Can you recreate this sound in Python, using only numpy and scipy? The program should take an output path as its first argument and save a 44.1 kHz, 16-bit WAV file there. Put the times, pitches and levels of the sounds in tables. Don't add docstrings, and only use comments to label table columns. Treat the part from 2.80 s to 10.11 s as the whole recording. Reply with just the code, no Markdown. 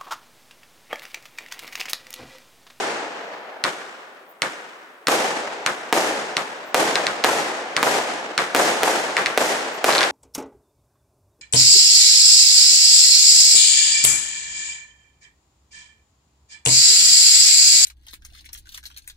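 import sys
import numpy as np
from scipy import signal
from scipy.fft import rfft, irfft
from scipy.io import wavfile
from scipy.ndimage import uniform_filter1d, minimum_filter1d

SR = 44100
rng = np.random.default_rng(int(sys.argv[2]) if len(sys.argv) > 2 else 0)


def file_out(sig):
    cols = np.atleast_2d(sig).T
    lim = np.clip(cols, -1, 1)
    pcm = np.round(lim * 32767).astype(np.int16)
    wavfile.write(sys.argv[1], SR, pcm)


N = 322371
RING = 2 * SR


def gain_of(db):
    return 10 ** (np.asarray(db) / 20)


def read(points, hz):
    f, value = np.transpose(points)
    return np.interp(np.log(hz + 1), np.log(f + 1), value)


def add(mix, s, sound):
    at = round(s * SR)
    sound = sound[:, max(-at, 0):]
    part = mix[:, max(at, 0):][:, :sound.shape[1]]
    part += sound[:, :part.shape[1]]


def causal(level_db, size=4096):
    log_gain = np.log(gain_of(np.r_[level_db, level_db[-2:0:-1]]))
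    return irfft(np.exp(np.conj(signal.hilbert(log_gain)))[:size // 2 + 1])


BARK_HZ, BARK_OCTAVES = 2000, .35
SNAP_HZ, SNAP_OCTAVES = 4200, .33


def bump(hz, centre_hz, octaves):
    return np.exp(-(np.log2(hz / centre_hz) / octaves) ** 2 / 2)


def pulse(points, tilt_db=0, bark_db=0, snap_db=0, size=4096):
    hz = np.fft.rfftfreq(size, 1 / SR)
    octaves = np.log2(np.maximum(hz, 125) / 1000)
    bark = bark_db * bump(hz + 1, BARK_HZ, BARK_OCTAVES)
    snap = snap_db * bump(hz + 1, SNAP_HZ, SNAP_OCTAVES)
    return causal(read(points, hz) + tilt_db * octaves + bark + snap)[None]


# (frequency [Hz], side minus mid [dB])
ECHO_WIDTH = [(30, -3), (60, -9), (140, -22), (240, -15), (380, -10.5), (600, -7), (950, -3.5), (1500, -1),
              (2400, 1.5), (3800, 0), (6000, -3), (9000, -3), (15000, -2)]
# (frequency [Hz], left minus right [dB])
ECHO_LEAN = [(60, -1), (110, -0.5), (200, 0.5), (380, -0.5), (700, 1.5), (1290, 1), (2380, 1), (4400, 2),
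             (8120, -0.5), (15000, 0.5)]


def diffuse(count):
    hz = np.fft.rfftfreq(count, 1 / SR)
    mid, side = rfft(rng.standard_normal((2, count)))
    width = gain_of(read(ECHO_WIDTH, hz))
    lean = gain_of(read(ECHO_LEAN, hz) / 2)
    left, right = (mid + width * side) * lean, (mid - width * side) / lean
    return irfft(np.array([left, right]) / np.sqrt(1 + width ** 2), count)


# (frequency [Hz], relative level [dB per Hz])
NIGHT_AIR = [(30, -9), (100, -12), (400, 13.5), (1500, 7), (3000, -36), (8000, -10), (15000, -12)]
NIGHT_DB = -54.5


def night():
    air = signal.oaconvolve(diffuse(N), pulse(NIGHT_AIR), axes=1)[:, :N]
    return gain_of(NIGHT_DB) * air / air.std()


# (time [s], length [s], start frequency [Hz], end frequency [Hz], level [dB])
WHIZZ_GLIDES = [(1.46, .09, 15000, 14700, -51), (3.83, .1, 14000, 15700, -54),
                (6.92, .07, 14800, 12500, -46)]


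def whizzes():
    out = np.zeros((2, N))
    for s, length, start_hz, end_hz, db in WHIZZ_GLIDES:
        count = int(length * SR)
        slow = signal.butter(2, 600, fs=SR)
        flutter = signal.lfilter(*slow, rng.standard_normal((2, SR)))[:, :count]
        tone = np.sin(2 * np.pi * np.cumsum(np.linspace(start_hz, end_hz, count)) / SR)
        add(out, s, gain_of(db) * np.hanning(count) * tone * flutter / flutter.std())
    return out


def answer(rows, rise_s, far_s, far_db):
    t = np.arange(RING) / SR
    near = sum(db * np.exp(-((t - delay) / spread) ** 2) for delay, spread, db in rows)
    far = far_db * np.clip(t / far_s - 1, 0, 1)
    return (1 - np.exp(-t / rise_s)) * gain_of(near + far)


# (frequency [Hz], time to fall by 60 dB [s])
ECHO_FADE = [(50, 0.62), (130, 1.72), (300, 1.68), (520, 2.16), (800, 2.18), (1500, 2.2), (3000, 1.83),
             (5000, 1.46), (8000, 1.16), (14000, 0.53)]


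def roll(echoes, colour, tilt_db, swell, clump_db, clump_s, bark_db=0, snap_db=0, size=256):
    hz, delay, z = signal.stft(echoes, SR, nperseg=size)
    fade = gain_of(-60 * delay / read(ECHO_FADE, hz)[:, None])
    tail = signal.istft(z * fade, SR, nperseg=size)[1][:, :RING]
    t = np.arange(RING) / SR
    clumps = np.interp(t / clump_s, np.arange(RING), rng.standard_normal(RING))
    tail *= swell * gain_of(clump_db * clumps)
    tint = pulse(colour, tilt_db, bark_db, snap_db) / np.linalg.norm(pulse(colour))
    return signal.oaconvolve(tail, tint, axes=1)


def houses(colour, typical_s, spread, fall_db_per_s, ear_gap_s, count=22):
    bearing, strength = rng.standard_normal((count, 2)).T
    rank = (np.arange(count) + rng.uniform(.05, .95, count)) / count
    delay = np.clip(typical_s * (rank / (1 - rank)) ** (spread / 2), .008, .9)
    size = np.sign(strength) * gain_of(2 * abs(strength) - fall_db_per_s * delay)
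    taps = np.zeros((2, SR))
    for ear, side in enumerate((-1, 1)):
        arrival = delay + side * ear_gap_s * (bearing + .5) / 2
        taps[ear, np.round(arrival * SR).astype(int)] = size
    return signal.oaconvolve(taps, pulse(colour), axes=1)


def dulled(wave, edge_hz):
    return signal.lfilter(*signal.butter(1, edge_hz, fs=SR), wave)


def mono_bass(wave):
    mid, side = (wave[0] + wave[1]) / 2, (wave[0] - wave[1]) / 2
    side = signal.lfilter(*signal.butter(2, 240, "high", fs=SR), side)
    return np.array([mid + side, mid - side])


def shock(direct, reflected, slaps, turn_hz, scatter, scatter_s, slap_smear, size=2048):
    t = np.arange(size) / SR
    splash = diffuse(size) * np.exp(-t / scatter_s) * (1 - np.exp(-2 * t / scatter_s)) ** 2
    splash /= np.linalg.norm(splash, axis=1, keepdims=True)
    front = signal.unit_impulse(size)
    wave = signal.fftconvolve(front + scatter * splash, direct, axes=1)
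    slap = signal.fftconvolve(front + slap_smear * splash[::-1], reflected, axes=1)
    for delay, left_db, right_db in slaps:
        add(wave, delay, gain_of([[left_db], [right_db]]) * slap)
    lag = np.exp(-2 * np.pi * turn_hz / SR)
    return signal.lfilter([lag, -1], [1, -lag], -mono_bass(wave))


def thump(push_s, rumble, rumble_hz, rumble_s, count=16384):
    t = np.arange(count) / SR
    low = signal.lfilter(*signal.butter(2, rumble_hz, fs=SR), diffuse(count))
    return (1 - t / push_s) * np.exp(-t / push_s) + rumble * low / low.std() * np.exp(-t / rumble_s)


# (time [s], shock level [dB], echo level [dB],
# delay of the nearest facade [s], its echo level [dB], extra brightness [dB per octave], thump level [dB])
SKY_BURSTS = [(-.23, 0, 2, .046, -3, -0.04, -26), (2.284, -9.5, -.5, 0.042, -3.5, 0, -4),
              (3.1268, -7, -1, 0.047, -1, 0, 4), (3.945, -6.5, 0, 0.052, -5.5, -0.13, 2.5),
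              (4.4447, -7, -1.5, 0.048, -1.5, 0, 7), (5.0291, -7.5, -0.6, 0.045, -1.5, 0, 4),
              (5.7485, -8, -1, 0.053, 1, 0, 4), (5.7628, -14, -4, 0.032, 1, 0.5, -4),
              (6.033, -9, -2, .046, -1.5, 0.36, 4), (6.576, -7.5, -2, 0.043, -1, 0.5, 4),
              (7.0431, -8.5, -1.5, 0.046, 2.5, 0.5, 2)]
# (frequency [Hz], level [dB])
BURST_FRONT = [(40, -52), (120, 2), (250, 25.5), (600, 31.5), (1000, 28.5), (1400, 26.5), (2500, 23),
               (5000, 14), (8000, 11.5), (16000, 4)]
# (delay [s], left level [dB], right level [dB])
BURST_BOUNCES = [(.0041, -7, -6.5), (.0066, -5.5, -4)]
# (delay [s], spread [s], swell [dB])
BURST_STREET = [(.049, 0.0024, 1.6), (.145, 0.035, 1.35)]
# (frequency [Hz], relative level [dB per Hz])
BURST_ROLL_COLOUR = [(41, -59), (70, -32), (100, -25.5), (150, -16), (239, -10), (286, -8), (321, -6),
                     (517, -4), (579, -4.5), (815, -4), (1070, -9.5), (1690, -9), (3740, -17), (7060, -18),
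                     (12500, -27), (14900, -30.5), (16000, -66)]
# (frequency [Hz], level [dB])
HOUSE_COLOUR = [(40, -43), (120, -11.5), (250, 6), (500, 22.5), (850, 20.5), (1200, 6.5), (2000, 2),
                (4000, -12), (9000, -34), (16000, -40)]
# (frequency [Hz], level [dB])
FACADE_COLOUR = [(40, -42), (130, 0), (260, 13), (600, 21), (1200, 20), (2000, 8.5), (4000, -5),
                 (16000, -42)]
# (delay [s], level [dB])
STREET_BLOCKS = [(.125, -14.5), (.165, -10.5), (.26, -18), (.35, -26)]


def bursts():
    out = np.zeros((2, N))
    bright_db, slap_edge_hz = 0.28, 5500
    thump_base_db, roll_db, house_db, facade_db, distant_db = -39.5, -17, -4, -6, -12
    swell = answer(BURST_STREET, rise_s=0.017, far_s=0.56, far_db=7.5)
    for s, shock_db, echo_db, near_s, near_db, tilt_db, thump_db in SKY_BURSTS:
        direct = pulse(BURST_FRONT, bright_db + tilt_db)
        reflected = dulled(direct, slap_edge_hz)
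        bang = shock(direct, reflected, BURST_BOUNCES, turn_hz=1810,
                     scatter=0.63, scatter_s=0.001, slap_smear=0.044)
        add(out, s, gain_of(shock_db) * bang)
        push = thump(push_s=0.0098, rumble=0.05, rumble_hz=90, rumble_s=.11)
        add(out, s, gain_of(thump_base_db + thump_db) * push)
        fronts = houses(HOUSE_COLOUR, typical_s=.09, spread=.9, fall_db_per_s=61, ear_gap_s=0.000084)
        add(out, s, gain_of(house_db + echo_db) * fronts)
        facade = houses(FACADE_COLOUR, typical_s=near_s, spread=0.11, fall_db_per_s=0,
                        ear_gap_s=0.00012, count=8)
        add(out, s, gain_of(facade_db + echo_db + near_db) * facade)
        for block_s, block_db in STREET_BLOCKS:
            block = houses(HOUSE_COLOUR, typical_s=block_s, spread=0.06, fall_db_per_s=1,
                           ear_gap_s=0.0001, count=4)
            add(out, s, gain_of(block_db + echo_db) * block)
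        rolling = roll(diffuse(RING), BURST_ROLL_COLOUR, bright_db + tilt_db, swell,
                       clump_db=1.26, clump_s=.007)
        add(out, s, gain_of(roll_db + echo_db) * rolling)
        distant = houses(FACADE_COLOUR, typical_s=.36, spread=.55, fall_db_per_s=24,
                         ear_gap_s=0.00026, count=14)
        add(out, s, gain_of(distant_db + echo_db) * distant)
    return out


# (delay [s], left level [dB], right level [dB],
# lag of the right ear [s], brightness [dB per octave])
NEAR_WALLS = [(.0116, -5, -4.5, -.0001, 3.5), (0.0114, -12, -7, 0.005, 0.5), (0.0189, -6.5, -14, .0001, -2),
              (0.0261, -14, -10, .0002, -0.5), (0.0303, -16, -5, -.0002, -5.5),
              (0.0337, -15, -11, -0.0085, -2.5), (0.0398, -3, -10, -0.012, -1.5),
              (.0448, -6, -8, .0002, -5.5), (.053, -21, -17, 0.023, -3), (0.0624, -16, -14, -0.012, 3.5),
              (0.071, -21, -15, .0001, 0)]
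# (frequency [Hz], level [dB])
NEAR_WALL_COLOUR = [(40, -40), (90, -25), (150, -2.5), (250, -4.5), (450, 8), (750, 10), (1300, 19),
                    (1900, 9.5), (2400, -9), (3500, 9), (8000, -23), (16000, -39)]


def near_walls():
    out = np.zeros((2, SR // 4))
    for delay, left_db, right_db, lag_s, tilt_db in NEAR_WALLS:
        knock = pulse(NEAR_WALL_COLOUR, tilt_db)
        add(out[:1], delay, gain_of(left_db) * knock)
        add(out[1:], delay + lag_s, gain_of(right_db) * knock)
    return out


def off_ground(wave):
    bounce_s, bounce_db, edge_hz = 0.001386, -9, 1400
    out = wave.copy()
    add(out, bounce_s, gain_of(bounce_db) * dulled(wave, edge_hz))
    return out


def from_left(wave, gap_s):
    count = wave.shape[1]
    hz = np.fft.rfftfreq(2 * count, 1 / SR)
    right = irfft(rfft(wave[1], 2 * count) * np.exp(-2j * np.pi * hz * gap_s))
    return np.array([wave[0], right[:count]])


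def ignition(colour, size=1024):
    spit = diffuse(size) * np.exp(-np.arange(size) / SR / 0.005)
    return signal.fftconvolve(spit / np.linalg.norm(spit[0]), colour, axes=1)


def gas_rush(start_hz, end_hz, glide_s, width_hz, rise_s, decay_s, count=8192):
    t = np.arange(count) / SR
    hz = end_hz + (start_hz - end_hz) * np.exp(-t / glide_s)
    low = signal.butter(2, width_hz / 2, fs=SR)
    rush = signal.lfilter(*low, rng.standard_normal((2, 2, count)))
    turn = 2 * np.pi * np.cumsum(hz) / SR
    note = (rush[0] * np.cos(turn) + rush[1] * np.sin(turn)) / rush.std()
    return (note + 1.1 * note[::-1]) * (1 - np.exp(-t / rise_s)) * np.exp(-t / decay_s)


# (frequency [Hz], level [dB], time to fall by 60 dB [s])
REFLECTION_TONES = [(1294, 9, 0.038), (1750, -8, 0.065), (2230, 3.5, 0.092), (4200, -11, 0.037),
                    (4340, -4, 0.098), (4870, -22, 0.045), (5100, -6, 0.032)]


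def reflection_tones(snap_db, count=4096):
    snap_share = 0.38
    t = np.arange(count) / SR
    out = np.zeros((2, count))
    for hz, db, t60 in REFLECTION_TONES:
        brought_out = snap_share * snap_db * bump(hz, SNAP_HZ, SNAP_OCTAVES)
        tone = np.sin(2 * np.pi * (hz * t + rng.random((2, 1))))
        out += gain_of(db + brought_out - 60 * t / t60) * tone
    return out


# (time [s], strength [dB], snap [dB], bark [dB], echo level [dB], thump level [dB])
SHOTS = [(0.8397, -3.5, 7, 2, 1.5, -6), (1.6201, -2, 5.5, 6.5, -.5, -8), (2.271, -2.5, 6, 1, -2, -4),
         (2.863, 0, 3, 2, 1.5, -3), (3.5685, -.5, 9, 4, -0.5, -5), (4.156, 0.5, 12.5, 5.5, -1, 3),
         (4.268, -1, 13, 6, -3, 3), (4.4398, -0.5, 14, 9, -0.5, 1), (4.966, 1.5, 8, 3.5, 1, 0),
         (5.5786, 3, 8, 7, 3.5, -12), (6.368, 1.5, 7, 15.5, 3, -11), (6.4604, 1.5, 13, 13, -3, 3),
         (7.0828, -9, -5, 5, -4, -8), (7.105, -6, 10, 12, -4, -6), (7.1258, -6, 14, 5, -4, -6),
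         (7.151, -4, 12, 4, -1, -7), (7.1811, -2, 19, 10, 1, -2), (7.2083, -2, 13, 12, 0, -3),
         (7.2304, -0.5, 11, 9, -2.5, -2)]
# (time [s], crack level [dB], slap relative to crack [dB])
TUBE_LEVELS = [(.8, 7, -6.5), (5.5, 3, -8), (6.5, 1, 1.5), (7.1, 3.5, 3)]
# (frequency [Hz], level [dB])
LAUNCH_FRONT = [(40, -54), (85, -25), (150, 7), (300, 0), (650, 9.5), (1000, -6), (1400, 12.5), (2100, 14),
                (2800, 12.5), (4200, 8), (5300, 9), (6200, 8), (7700, 7), (10000, 2.5), (16000, -31)]
# (delay [s], left level [dB], right level [dB])
LAUNCH_BOUNCES = [(.0074, -4, -11.5)]
# (frequency [Hz], level [dB])
FAR_WALL_COLOUR = [(40, -40), (500, -10), (1100, -3), (1650, 14), (2400, -5), (16000, -35)]
# (delay [s], spread [s], swell [dB])
LAUNCH_STREET = [(.028, 0.047, 5.5), (.17, 0.024, 0.5)]
# (frequency [Hz], relative level [dB per Hz])
LAUNCH_ROLL_COLOUR = [(41, -54), (90, -31), (145, -16), (230, -8.5), (376, -1.5), (554, -1.5), (779, -3),
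                      (1310, -2), (1700, -4), (2540, -9), (3410, -12.5), (4580, -17.5), (5250, -15.5),
                      (8090, -17.5), (13000, -30), (14900, -37), (16000, -37)]


def launches():
    out = np.zeros((2, N))
    ignition_lead_s, ignition_db = 0.00114, -10
    slap_tilt_db, rush_low_hz = -0.5, 350
    tones_db, thump_base_db, rush_db = -32.5, -37, -26.0
    wall_db, far_wall_db, roll_db = -0.5, -18.0, -32
    same_share = .6
    colour_share = 0.34
    swell = answer(LAUNCH_STREET, rise_s=0.0038, far_s=0.49, far_db=2.0)
    no_bass = signal.butter(2, rush_low_hz, "high", fs=SR)
    level_s, crack_db, slap_db = np.transpose(TUBE_LEVELS)
    street, walls = diffuse(RING), near_walls()
    for s, strength_db, snap_db, bark_db, echo_db, thump_db in SHOTS:
        direct = pulse(LAUNCH_FRONT, 0, bark_db, snap_db)
        even = np.linalg.norm(pulse(LAUNCH_FRONT)) / np.linalg.norm(direct)
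        even *= gain_of(np.interp(s, level_s, crack_db))
        reflected = pulse(LAUNCH_FRONT, slap_tilt_db, bark_db, snap_db)
        reflected = gain_of(np.interp(s, level_s, slap_db)) * reflected
        crack = even * shock(off_ground(direct), reflected, LAUNCH_BOUNCES, turn_hz=2960,
                             scatter=0.4, scatter_s=0.00064, slap_smear=0.38)
        spit = even * ignition(direct)
        add(out, s - ignition_lead_s, gain_of(strength_db + ignition_db) * spit)
        add(out, s, gain_of(strength_db) * from_left(crack, gap_s=.000015))
        add(out, s, gain_of(strength_db + tones_db) * reflection_tones(snap_db))
        push = thump(push_s=0.0035, rumble=0.14, rumble_hz=80, rumble_s=.035)
        add(out, s, gain_of(thump_base_db + thump_db) * push)
        rush = gas_rush(start_hz=1849.4, end_hz=1400, glide_s=.018, width_hz=1180,
                        rise_s=0.0062, decay_s=0.032)
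        add(out, s, gain_of(echo_db + rush_db) * signal.lfilter(*no_bass, rush))
        add(out, s, gain_of(echo_db + wall_db) * walls)
        far_wall = houses(FAR_WALL_COLOUR, typical_s=.18, spread=0.1, fall_db_per_s=10,
                          ear_gap_s=0.00023, count=14)
        add(out, s, gain_of(echo_db + far_wall_db) * far_wall)
        echoes = np.sqrt(same_share) * street + np.sqrt(1 - same_share) * diffuse(RING)
        rolling = roll(echoes, LAUNCH_ROLL_COLOUR, 0, swell, clump_db=1.25, clump_s=0.0041,
                       bark_db=colour_share * bark_db, snap_db=colour_share * snap_db)
        add(out, s, gain_of(echo_db + roll_db) * rolling)
    return out


def scene():
    return night() + whizzes() + bursts() + launches()


def record(dry):
    ceiling, wind_hz, edge_hz = .97, 50, 16300
    allowed = 1 / (1 + (dry / ceiling) ** 4) ** (1 / 4)
    held = minimum_filter1d(allowed, size=5, axis=1)
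    squashed = dry * uniform_filter1d(held, size=5, axis=1)
    thinned = signal.lfilter(*signal.butter(1, wind_hz, "high", fs=SR), squashed)
    band = signal.firwin(255, edge_hz, window=("kaiser", 9), fs=SR)[None]
    return signal.oaconvolve(thinned, band, "same", axes=1)


dry = scene()
out = record(dry)
file_out(out)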